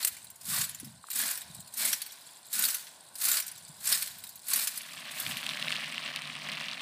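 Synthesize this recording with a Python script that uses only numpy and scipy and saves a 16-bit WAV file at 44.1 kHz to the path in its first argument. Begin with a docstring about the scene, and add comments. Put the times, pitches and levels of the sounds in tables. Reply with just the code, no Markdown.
"""Slow steps crunch over loose gravel, with a dry rustle and far traffic behind them.
Single stones knock and chip, and house fronts echo each step.
Light wind puffs at the hand-held microphone, which also takes a few dull taps.
From 4.6 s, as the steps end, a loaded bicycle rolls by and away on a paved road:
its tread hisses and hums, and grit cracks under the tyres."""
import sys
import numpy as np
from scipy import signal
from scipy.fft import rfft, irfft
from scipy.io import wavfile
from scipy.ndimage import uniform_filter1d

SR = 44100
rng = np.random.default_rng(int(sys.argv[2]) if len(sys.argv) > 2 else 0)


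def unload_wav(signal):
    """Save mono or channel-first audio to the path in sys.argv[1] as 16-bit WAV at rate SR, clipped to [-1, 1]."""
    wavfile.write(
        sys.argv[1],
        SR,
        np.round(np.clip(np.atleast_2d(signal).T, -1, 1) * 32767).astype(np.int16),
    )


N = 300321


def undb(db):
    """Decibels to gain."""
    return 10 ** (np.asarray(db) / 20)


def unit(x):
    """Scale to rms 1."""
    return x / np.sqrt(np.mean(x ** 2) + 1e-20)


def at_peak(x, peak_db):
    """Scale to a peak level."""
    return x / np.abs(x).max() * undb(peak_db)


def curve(table):
    """Straight lines through (time_s, value) rows."""
    return np.interp(np.arange(N) / SR, *np.transpose(table))


def swell(centre_s, sigma_s):
    """Bell-shaped rise and fall."""
    return np.exp(-.5 * ((np.arange(N) / SR - centre_s) / sigma_s) ** 2)


def walk(rate_hz):
    """Random levels joined by ramps, rms 1."""
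    hold = int(SR / rate_hz)
    levels = np.repeat(rng.standard_normal(N // hold + 1), hold)
    return unit(uniform_filter1d(levels, hold)[:N])


def add(out, start_s, x):
    """Mix x into out at start_s."""
    i = max(int(start_s * SR), 0)
    out[i:i + len(x)] += x[:max(N - i, 0)]


def colour(x, points, size=4096):
    """Minimum-phase filter through (freq_hz, gain_db) points."""
    hz, db = np.transpose(points)
    grid_hz = np.maximum(np.fft.rfftfreq(size, 1 / SR), 1)
    gain = undb(np.interp(np.log(grid_hz), np.log(hz), db))
    cepstrum = irfft(np.log(gain))
    cepstrum[1:size // 2] *= 2
    cepstrum[size // 2 + 1:] = 0
    response = irfft(np.exp(rfft(cepstrum)))
    return signal.fftconvolve(x, response)[:len(x)]


def ring(x, hz, width_hz):
    """One resonance, gain 1 at its centre."""
    q = max(hz / width_hz, 1)
    return signal.lfilter(*signal.iirpeak(min(hz, .45 * SR), q, fs=SR), x)


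def ring_twice(x, hz, width_hz):
    """Two equal resonances in series, each width_hz wide."""
    return ring(ring(x, hz, width_hz), hz, width_hz)


def impacts(per_s, spread_db, cap_db):
    """Random impulses of either sign: many small, a few large."""
    chance = rng.random(N) / (per_s / SR)
    hits = np.flatnonzero(chance < 1)
    size_db = np.minimum(-spread_db * np.log(chance[hits]), cap_db)
    out = np.zeros(N)
    out[hits] = undb(size_db) * (-1.) ** hits
    return out


def rattle(t60_s, size=4096):
    """A dense cluster of tiny contacts dies away."""
    return rng.standard_normal(size) * np.exp(-np.log(1000) * np.arange(size) / SR / t60_s)


def clink(t60_s, ring_db, width_hz=240):
    """One stone rattles, with four resonances of its own."""
    knock = rattle(t60_s)
    modes = sum(ring(knock, hz, width_hz) for hz in rng.uniform(3720, 15400, size=4))
    return knock + undb(ring_db) * modes


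def crunch(per_s, spread_db, t60_s, ring_db, width_hz, shapes):
    """Stones of different shapes slip at random."""
    out = np.zeros(N)
    for _ in range(shapes):
        slips = impacts(per_s / shapes, spread_db, cap_db=9.5)
        out += signal.oaconvolve(slips, clink(t60_s, ring_db, width_hz))[:N]
    return unit(out)


def sole_pressure(start_s, attack_s, hold_s, release_s, range_db=32.5):
    """The sole comes down, presses and eases off."""
    t = np.arange(N) / SR - start_s
    lift = np.maximum(1 - t / attack_s, 0) + np.maximum(t - attack_s - hold_s, 0) / release_s
    return undb(-range_db * lift)


def soil(pitch_hz=226, width_hz=105):
    """The ground resonates, soft and low, under a foot."""
    return unit(ring_twice(rng.standard_normal(N), pitch_hz, width_hz))


def settling(start_s, fall_db=8.5, after_s=0.6):
    """Disturbed gravel trickles on, then comes to rest ever faster."""
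    t = np.arange(N) / SR - start_s
    return (t > 0) * undb(-fall_db * (t / after_s) ** 2)


def pebbles(per_s=110, count=20):
    """Small pebbles tip over, each ticking at its own pitch."""
    ticks = (ring(impacts(per_s / count, spread_db=2.2, cap_db=5), hz, width_hz=130)
             for hz in rng.uniform(3300, 5400, size=count))
    return unit(sum(ticks))


# Spectra of the surface stones and the gravel bed: freq_hz, gain_db
SURFACE_SPECTRUM = [(600, -46), (1200, -7.5), (2500, -3.5), (3300, -5.5), (4000, 0.5), (5000, -2),
                    (6200, -3), (7700, 4), (10000, 3.5), (11000, 0.5), (13000, 1.2), (15500, -0.5)]
BED_SPECTRUM = [(70, -35), (150, -15), (230, -17), (340, -17), (480, -24), (620, -2.5), (850, -5.5),
                (1100, 1), (1270, -7.5), (1450, 1.5), (2100, -1.5), (3000, -1), (5000, 0), (9000, -19)]
# Footfalls: start_s, attack_s, hold_s, release_s, surface_db, bed_db, thud_db, settle_db, bed_ring_hz
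FOOTFALLS = [(-.2, 0.14, 0.098, 0.3, -38, -44.5, -63, -62, 2000),
             (0.387, 0.12, 0.1, 0.17, -30.5, -38, -75, -57, 1110),
             (1.063, 0.098, 0.14, 0.18, -31.5, -37, -53.5, -53, 1640),
             (1.717, 0.074, 0.12, 0.17, -30, -37.5, -55, -48, 2220),
             (2.488, 0.049, 0.16, 0.27, -32.5, -38, -55, -55.5, 1440),
             (3.144, 0.078, 0.16, 0.1, -29, -37, -58, -51.5, 1390),
             (3.768, 0.1, 0.094, 0.26, -29, -38, -63.5, -49.5, 1660),
             (4.423, 0.081, 0.11, 0.3, -30.5, -39, -57, -45, 2330),
             (5.024, 0.16, 0.12, 0.14, -40, -49, -75, -47, 1640)]


def footsteps(weight_lag_s=0.0083, weight_sigma_s=0.034, weight_share=0.57):
    """Surface stones crackle; the body's weight follows, grinds the bed and thuds into the soil."""
    press, grind, thud, loose = np.zeros((4, N))
    bed = crunch(per_s=1300, spread_db=5, t60_s=0.031, ring_db=-7, width_hz=220, shapes=10)
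    bed = unit(colour(bed, BED_SPECTRUM))
    for start_s, attack_s, hold_s, release_s, surface_db, bed_db, thud_db, settle_db, hz in FOOTFALLS:
        middle_s = start_s + attack_s + hold_s / 2
        press += undb(surface_db) * sole_pressure(start_s, attack_s, hold_s, release_s)
        rolling = 1 - weight_share + weight_share * swell(middle_s + weight_lag_s, weight_sigma_s)
        weight = sole_pressure(start_s + weight_lag_s, attack_s, hold_s, release_s) * rolling
        bed_ring = undb(-11) * unit(ring(bed, hz, width_hz=190))
        grind += undb(bed_db) * weight * unit(bed + bed_ring)
        thud += undb(thud_db) * swell(middle_s, sigma_s=0.045)
        loose += undb(settle_db) * settling(start_s + attack_s + hold_s)
    surface = crunch(per_s=950, spread_db=3.5, t60_s=0.048, ring_db=8.5, width_hz=80, shapes=24)
    surface = unit(colour(surface, SURFACE_SPECTRUM)) * np.hypot(press, undb(-9) * loose)
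    grind += undb(-10.5) * bed * loose
    trickle = crunch(per_s=40, spread_db=1.5, t60_s=0.025, ring_db=10, width_hz=500, shapes=8)
    trickle = undb(-9) * unit(colour(trickle, SURFACE_SPECTRUM)) + undb(-10.5) * pebbles()
    return undb(-0.27) * surface + undb(-0.1) * grind + trickle * loose + soil() * thud


# Rustle spectrum: freq_hz, gain_db
RUSTLE_SPECTRUM = [(2000, -20), (3200, -7), (3900, 0), (5000, -4), (5900, -35), (6700, -9), (7500, 3.5),
                   (9800, 1.5), (10700, -6), (11700, -15), (15000, -25)]
# Rustle envelope: time_s, level_db
RUSTLE_ENVELOPE = [(.2, -54.5), (.39, -62), (.46, -53), (.88, -54.5), (.98, -65.5), (1.1, -51.5),
                   (1.5, -55.5), (2.12, -55), (2.19, -69), (2.27, -53), (2.42, -63), (2.47, -54),
                   (3.1, -58), (3.6, -52), (3.75, -56), (4.4, -57.5), (5, -56), (6.81, -63.5)]


def rustle(hiss_db=-9):
    """Faint, high, dry ticks ring over a little hiss."""
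    ticks = crunch(per_s=170, spread_db=2.2, t60_s=0.028, ring_db=11, width_hz=250, shapes=20)
    hiss = undb(hiss_db) * rng.standard_normal(N)
    return unit(colour(ticks + hiss, RUSTLE_SPECTRUM)) * undb(curve(RUSTLE_ENVELOPE))


# Spectrum of far traffic and air: freq_hz, gain_db
AIR_SPECTRUM = [(30, -53), (70, -14), (125, -2), (160, -1.5), (250, -3.5), (330, -7), (480, -7.5),
                (660, 1.5), (860, -0.5), (1040, 3), (1250, -11), (1480, -1), (1950, -14.5), (4200, -9.5),
                (6300, -19), (9000, -5), (15000, -35)]
# Ebb and flow of the traffic: time_s, level_db
TRAFFIC_ENVELOPE = [(0, -60.5), (.95, -62), (1.5, -59), (2.4, -61.5), (3.05, -60.5), (3.7, -60), (4.4, -63),
                    (6.81, -57)]


def neighbourhood(sway_db=1):
    """Far traffic and air murmur, gently swaying in level."""
    murmur = unit(colour(rng.standard_normal(N), AIR_SPECTRUM))
    return murmur * undb(curve(TRAFFIC_ENVELOPE) + sway_db * walk(rate_hz=5.7))


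# Bright and deep spectra of a stone's impact: freq_hz, gain_db
CLACK_SPECTRUM = [(600, -36), (1500, -20), (4000, -3.5), (6200, 0), (7700, 3), (10000, 3.5), (11000, -0.5),
                  (13000, 1), (15500, 0)]
KNOCK_SPECTRUM = [(150, -32), (480, -22), (800, -19.5), (1500, 0.5), (2300, 2.5), (4500, 2.5), (6500, 0.5),
                  (9000, -16)]
# Single slipping stones: start_s, clack_db, knock_db, pitch_hz
STONE_SLIPS = [(0.028, -33, -37, 4150), (0.0471, -22.5, -36, 10050), (0.0713, -29, -36.5, 8900),
               (0.077, -29.5, -38, 7500), (0.166, -44, -54, 2300), (0.243, -46.5, -58, 11000),
               (0.301, -45, -59, 7540), (0.3573, -50, -65, 7600), (0.412, -45.5, -54, 9000),
               (0.453, -41, -62, 8800), (0.612, -27.5, -33, 6800), (0.639, -34, -35.5, 7950),
               (0.693, -37, -43, 9540), (0.7458, -38, -45, 7150), (0.799, -40.5, -50, 9900),
               (0.845, -46, -50.5, 11700), (0.8954, -62, -65, 10000), (1.1024, -35.5, -47, 12100),
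               (1.1123, -35.5, -40.5, 13200), (1.1313, -39, -52, 7230), (1.156, -32, -50, 9900),
               (1.171, -39, -52, 12900), (1.1884, -29, -44, 14100), (1.31, -32.5, -46, 11550),
               (1.354, -39, -39.5, 10100), (1.374, -36.5, -43, 12500), (1.415, -40.5, -44, 8550),
               (1.5467, -44.5, -60, 9600), (1.602, -46.5, -62, 9200), (1.6733, -50, -58, 4760),
               (1.738, -40, -55, 9600), (1.773, -36, -53, 13700), (1.85, -27, -38, 10300),
               (1.929, -25, -27.5, 5800), (2.017, -31.5, -44.5, 4450), (2.062, -42, -45, 13000),
               (2.1193, -46, -60, 7060), (2.4648, -53, -68, 9740), (2.529, -31, -46, 8240),
               (2.591, -26.5, -47, 13300), (2.622, -27, -37, 9200), (2.638, -25.5, -31, 10800),
               (2.651, -24.5, -33, 13700), (2.684, -28.5, -30.5, 7700), (2.703, -32, -40, 11900),
               (2.744, -29.5, -38, 6200), (2.868, -54, -48, 3800), (3.154, -40, -50, 9100),
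               (3.1837, -42, -60, 10000), (3.238, -30, -44, 13600), (3.242, -36, -40, 10500),
               (3.251, -26, -40, 12000), (3.284, -26, -34, 10000), (3.3146, -24, -38, 12300),
               (3.328, -32, -40, 13000), (3.369, -33, -29.5, 4020), (3.381, -35, -37, 3280),
               (3.399, -30, -34.5, 9050), (3.422, -39, -48, 5710), (3.464, -40, -56, 12900),
               (3.479, -37.5, -55, 8300), (3.514, -42, -51, 9600), (3.5768, -48, -65, 7560),
               (3.679, -51, -64, 7190), (3.871, -29, -51, 8100), (3.8908, -33, -52, 8000),
               (3.9238, -22, -28.5, 5220), (3.946, -31, -35, 8700), (4.0228, -30, -36.5, 4520),
               (4.072, -39, -42, 12600), (4.1844, -48, -62, 12800), (4.2377, -40.5, -44, 9900),
               (4.267, -48, -53, 3770), (4.291, -43.5, -62, 12400), (4.356, -44.5, -58, 12800),
               (4.4838, -34.5, -44, 10600), (4.5015, -33, -46, 8900), (4.533, -23.5, -35, 9900),
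               (4.559, -25, -33, 11000), (4.672, -27.5, -30.5, 7300), (4.759, -42, -58, 12100),
               (4.7744, -34, -47, 11700), (5.1127, -42, -52, 8000), (5.199, -31.5, -51, 3500),
               (5.37, -40.5, -42, 13000)]


def stones(rise_s=0.0011, snap_db=-4, clack_gain_db=1, ring_db=-9):
    """A stone snaps loose, knocks its neighbours and rings briefly."""
    out = np.zeros(N)
    onset = SR // 200  # the first 5 ms set each part's level
    for start_s, clack_db, knock_db, pitch_hz in STONE_SLIPS:
        contact = clink(t60_s=0.055, ring_db=8)
        contact *= 1 - np.exp(-np.arange(len(contact)) / SR / rise_s)
        contact += undb(snap_db) * rattle(t60_s=0.007)
        parts = [(colour(contact, CLACK_SPECTRUM), clack_db + clack_gain_db),
                 (colour(contact, KNOCK_SPECTRUM), knock_db),
                 (ring(contact, pitch_hz, width_hz=220), clack_db + ring_db)]
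        for part, level_db in parts:
            add(out, start_s, part / np.std(part[:onset]) * undb(level_db))
    return out


# Spectrum of a chipping edge: freq_hz, gain_db
CHIP_SPECTRUM = [(1000, -23), (4000, -10), (8000, -4), (12000, -5)]
# Chipping stone edges: start_s, peak_db
EDGE_CHIPS = [(0.0488, -8.7), (1.1322, -19), (3.2197, -18.5), (3.3155, -13), (3.5614, -32), (3.891, -14.5),
              (4.394, -28.5), (4.4853, -21.5), (4.7765, -19)]


def chips():
    """A stone's edge gives way in one hard tick."""
    out = np.zeros(N)
    for start_s, peak_db in EDGE_CHIPS:
        tick = colour(rattle(t60_s=0.0016), CHIP_SPECTRUM)
        add(out, start_s, at_peak(tick, peak_db))
    return out


# Echo spectrum of the house fronts: freq_hz, gain_db
ECHO_SPECTRUM = [(200, -14.5), (700, -19), (1200, -16), (1450, 0), (2000, -2.5), (3000, -1.5), (4300, -7.5),
                 (6500, -4), (9000, -23), (15000, -68)]


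def house_echo(x, delay_s=0.065, t60_s=0.66, level_db=-22):
    """House fronts scatter the sound back, late and duller."""
    response = colour(rattle(t60_s, size=32768), ECHO_SPECTRUM)
    response /= np.linalg.norm(response)
    out = np.zeros(N)
    add(out, delay_s, signal.fftconvolve(x, response)[:N])
    return undb(level_db) * out


# Spectrum of a wind thump: freq_hz, gain_db
THUMP_SPECTRUM = [(30, -43), (60, -35), (95, -2.5), (160, 5), (240, -2.5), (330, -29.5), (430, -53),
                  (600, -26), (2000, -29)]
# Eddies at the microphone: centre_s, strength_db, sigma_s
EDDIES = [(0.122, -55, 0.011), (0.27, -64.5, 0.079), (0.535, -46.5, 0.042), (0.62, -53, 0.023),
          (0.697, -59, 0.13), (0.868, -46.5, 0.032), (.94, -57, 0.044), (1.54, -55.5, 0.07),
          (1.862, -74, 0.2), (3.62, -63.5, 0.12), (3.894, -64, 0.075), (4.16, -63.5, 0.19),
          (4.97, -59, 0.013), (5.313, -46, 0.048)]


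def wind(thump_db=-3, rumble_db=-8, rumble_cap_db=-58):
    """Eddies buffet the microphone port; slow air rumbles, faster air thumps higher."""
    strength = sum(undb(db) * swell(centre_s, sigma_s) for centre_s, db, sigma_s in EDDIES)
    thump = unit(colour(rng.standard_normal(N), THUMP_SPECTRUM)) * strength
    rumble = unit(ring_twice(rng.standard_normal(N), hz=89, width_hz=50))
    rumble *= np.minimum(strength, undb(rumble_cap_db))
    return undb(thump_db) * thump + undb(rumble_db) * rumble


# Bumps on the microphone: start_s, peak_db, pitch_hz
MIC_TAPS = [(0.48, -43, 187), (0.591, -36.5, 149), (0.829, -41, 267), (0.873, -41, 155),
            (1.041, -36.5, 1160), (1.086, -38, 1280), (1.499, -47, 151), (1.568, -49, 116),
            (1.589, -46, 180), (1.936, -57, 184), (3.696, -46, 151), (5.274, -40, 157)]


def taps(damping=0.37):
    """Dull taps on the hand-held microphone ring for a few cycles."""
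    out = np.zeros(N)
    for start_s, peak_db, pitch_hz in MIC_TAPS:
        tap = ring_twice(signal.unit_impulse(SR // 20), pitch_hz, damping * pitch_hz)
        add(out, start_s, at_peak(tap, peak_db))
    return out


# Spectrum of tyres on paving: freq_hz, gain_db
TYRE_SPECTRUM = [(240, -81), (400, -19), (586, 2), (761, -1.5), (847, -8), (1150, -5.5), (1470, -11),
                 (1740, -4.5), (2840, -2.5), (4160, -7.5), (7440, -27), (8800, -23.5), (11600, -32),
                 (13700, -23.5), (15500, -21)]
# Resonances of tread and laden frame: pitch_hz, width_hz, level_db
HUM_MODES = [(155, 29, 3), (231, 91, 3.5), (124, 39, -11)]
# Rolling envelope: time_s, level_db
ROLL_ENVELOPE = [(4.85, -49.5), (5.28, -39.5), (5.42, -41.5), (5.49, -39), (5.72, -36), (5.8, -40),
                 (6.1, -39.5), (6.27, -42.5), (6.41, -41), (6.5, -37), (6.73, -41.5), (6.81, -43)]


def tyres(hiss_db=-9, road_db=-1, hum_db=-15, nearest_s=5.24, treble_db=6, dulling_db_per_s=1):
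    """Sand cracks under the tyres over the tread's hiss and hum; the treble dulls with distance."""
    t = np.arange(N) / SR
    grains = sum(ring(impacts(per_s=115, spread_db=4.7, cap_db=10), hz, 0.24 * hz) / hz ** 0.17
                 for hz in np.geomspace(1100, 10000, num=16))
    knob_hz = 36.3 + .5 * walk(rate_hz=3)  # tread knobs press the grit in quick waves
    knobs = 1 + .2 * np.sin(2 * np.pi * np.cumsum(knob_hz) / SR)
    sand_patches = undb(1.2 * walk(rate_hz=130))
    hiss = undb(hiss_db) * rng.standard_normal(N)
    road = unit(colour((unit(grains) * sand_patches + hiss) * knobs, TYRE_SPECTRUM))
    treble = signal.sosfiltfilt(signal.butter(2, 5500, 'high', fs=SR, output='sos'), road)
    boost_db = treble_db - dulling_db_per_s * np.abs(t - nearest_s)
    road += (undb(boost_db) - 1) * treble
    hum = sum(undb(level_db) * unit(ring_twice(rng.standard_normal(N), pitch_hz, width_hz))
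              for pitch_hz, width_hz, level_db in HUM_MODES)
    fade_in = np.interp(t, [4.6, 4.85], [0, 1])
    return (undb(road_db) * road + undb(hum_db) * unit(hum)) * undb(curve(ROLL_ENVELOPE)) * fade_in


# Spectrum of a grain's crack: freq_hz, gain_db
CRACK_SPECTRUM = [(1000, -56), (4000, -9), (7000, -3.5), (9000, 2), (12000, -13), (15500, -13)]
# Grains bursting under the tyres: start_s, peak_db, pitch_hz, crack_db
GRIT_BURSTS = [(4.809, -29.5, 2630, -19), (4.977, -28, 3350, -20), (5.265, -16, 2830, -22),
               (5.3123, -21.5, 2650, -15), (5.32, -20, 3000, -14), (5.37, -19.5, 2790, -14),
               (5.43, -23, 2400, -27), (5.4652, -16, 3070, -14), (5.4913, -16.5, 3550, -16),
               (5.497, -20, 3300, -22), (5.5351, -24, 2880, -15), (5.572, -21, 2320, -24),
               (5.6259, -15.5, 2900, -20), (5.678, -25, 2530, -25), (5.6825, -18, 2780, -20),
               (5.706, -20.5, 2000, -22), (5.719, -18, 3180, -12.5), (5.7238, -16, 2870, -20),
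               (5.758, -22, 2620, -18), (5.765, -19, 3640, -25), (5.834, -32, 2390, -24),
               (5.8436, -23, 2280, -22), (5.8824, -30, 3030, -10), (5.924, -23.5, 2440, -17),
               (5.9437, -28, 3070, -18), (5.98, -17.5, 2670, -24), (6.053, -28, 2700, -27),
               (6.067, -25, 2770, -27), (6.078, -23, 3120, -21), (6.161, -15, 3380, -12),
               (6.22, -24, 2470, -16), (6.2743, -24, 2760, -16), (6.3533, -25, 2740, -19),
               (6.4881, -24, 1970, -16), (6.518, -22.5, 3320, -12), (6.601, -23.5, 3400, -23),
               (6.6338, -28, 2950, -27), (6.6415, -24, 2970, -34), (6.6842, -20.5, 2750, -29),
               (6.714, -23, 3500, -24), (6.7323, -21.5, 3520, -27), (6.773, -34, 2120, -38)]


def grit(crumble_db=-21):
    """A larger grain bursts with one sharp crack, then crumbles."""
    out = np.zeros(N)
    for start_s, peak_db, pitch_hz, crack_db in GRIT_BURSTS:
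        burst = undb(crumble_db) * rattle(t60_s=0.014)
        burst[0] = 1  # the fracture
        body = ring_twice(burst, pitch_hz, .55 * pitch_hz)
        crack = undb(crack_db) * colour(burst, CRACK_SPECTRUM)
        add(out, start_s, at_peak(body + crack, peak_db))
    return out


def scene():
    """Steps, then the bicycle; the sounds on the ground echo off the house fronts."""
    ground = footsteps() + stones() + chips() + tyres() + grit()
    return (ground + house_echo(ground) + taps() + wind() + rustle() + neighbourhood())[None]


def record(dry, cutoff_hz=15300):
    """Steep low-pass."""
    return signal.sosfilt(signal.ellip(10, .2, 75, cutoff_hz, fs=SR, output="sos"), dry)


dry = scene()
out = record(dry)
unload_wav(out)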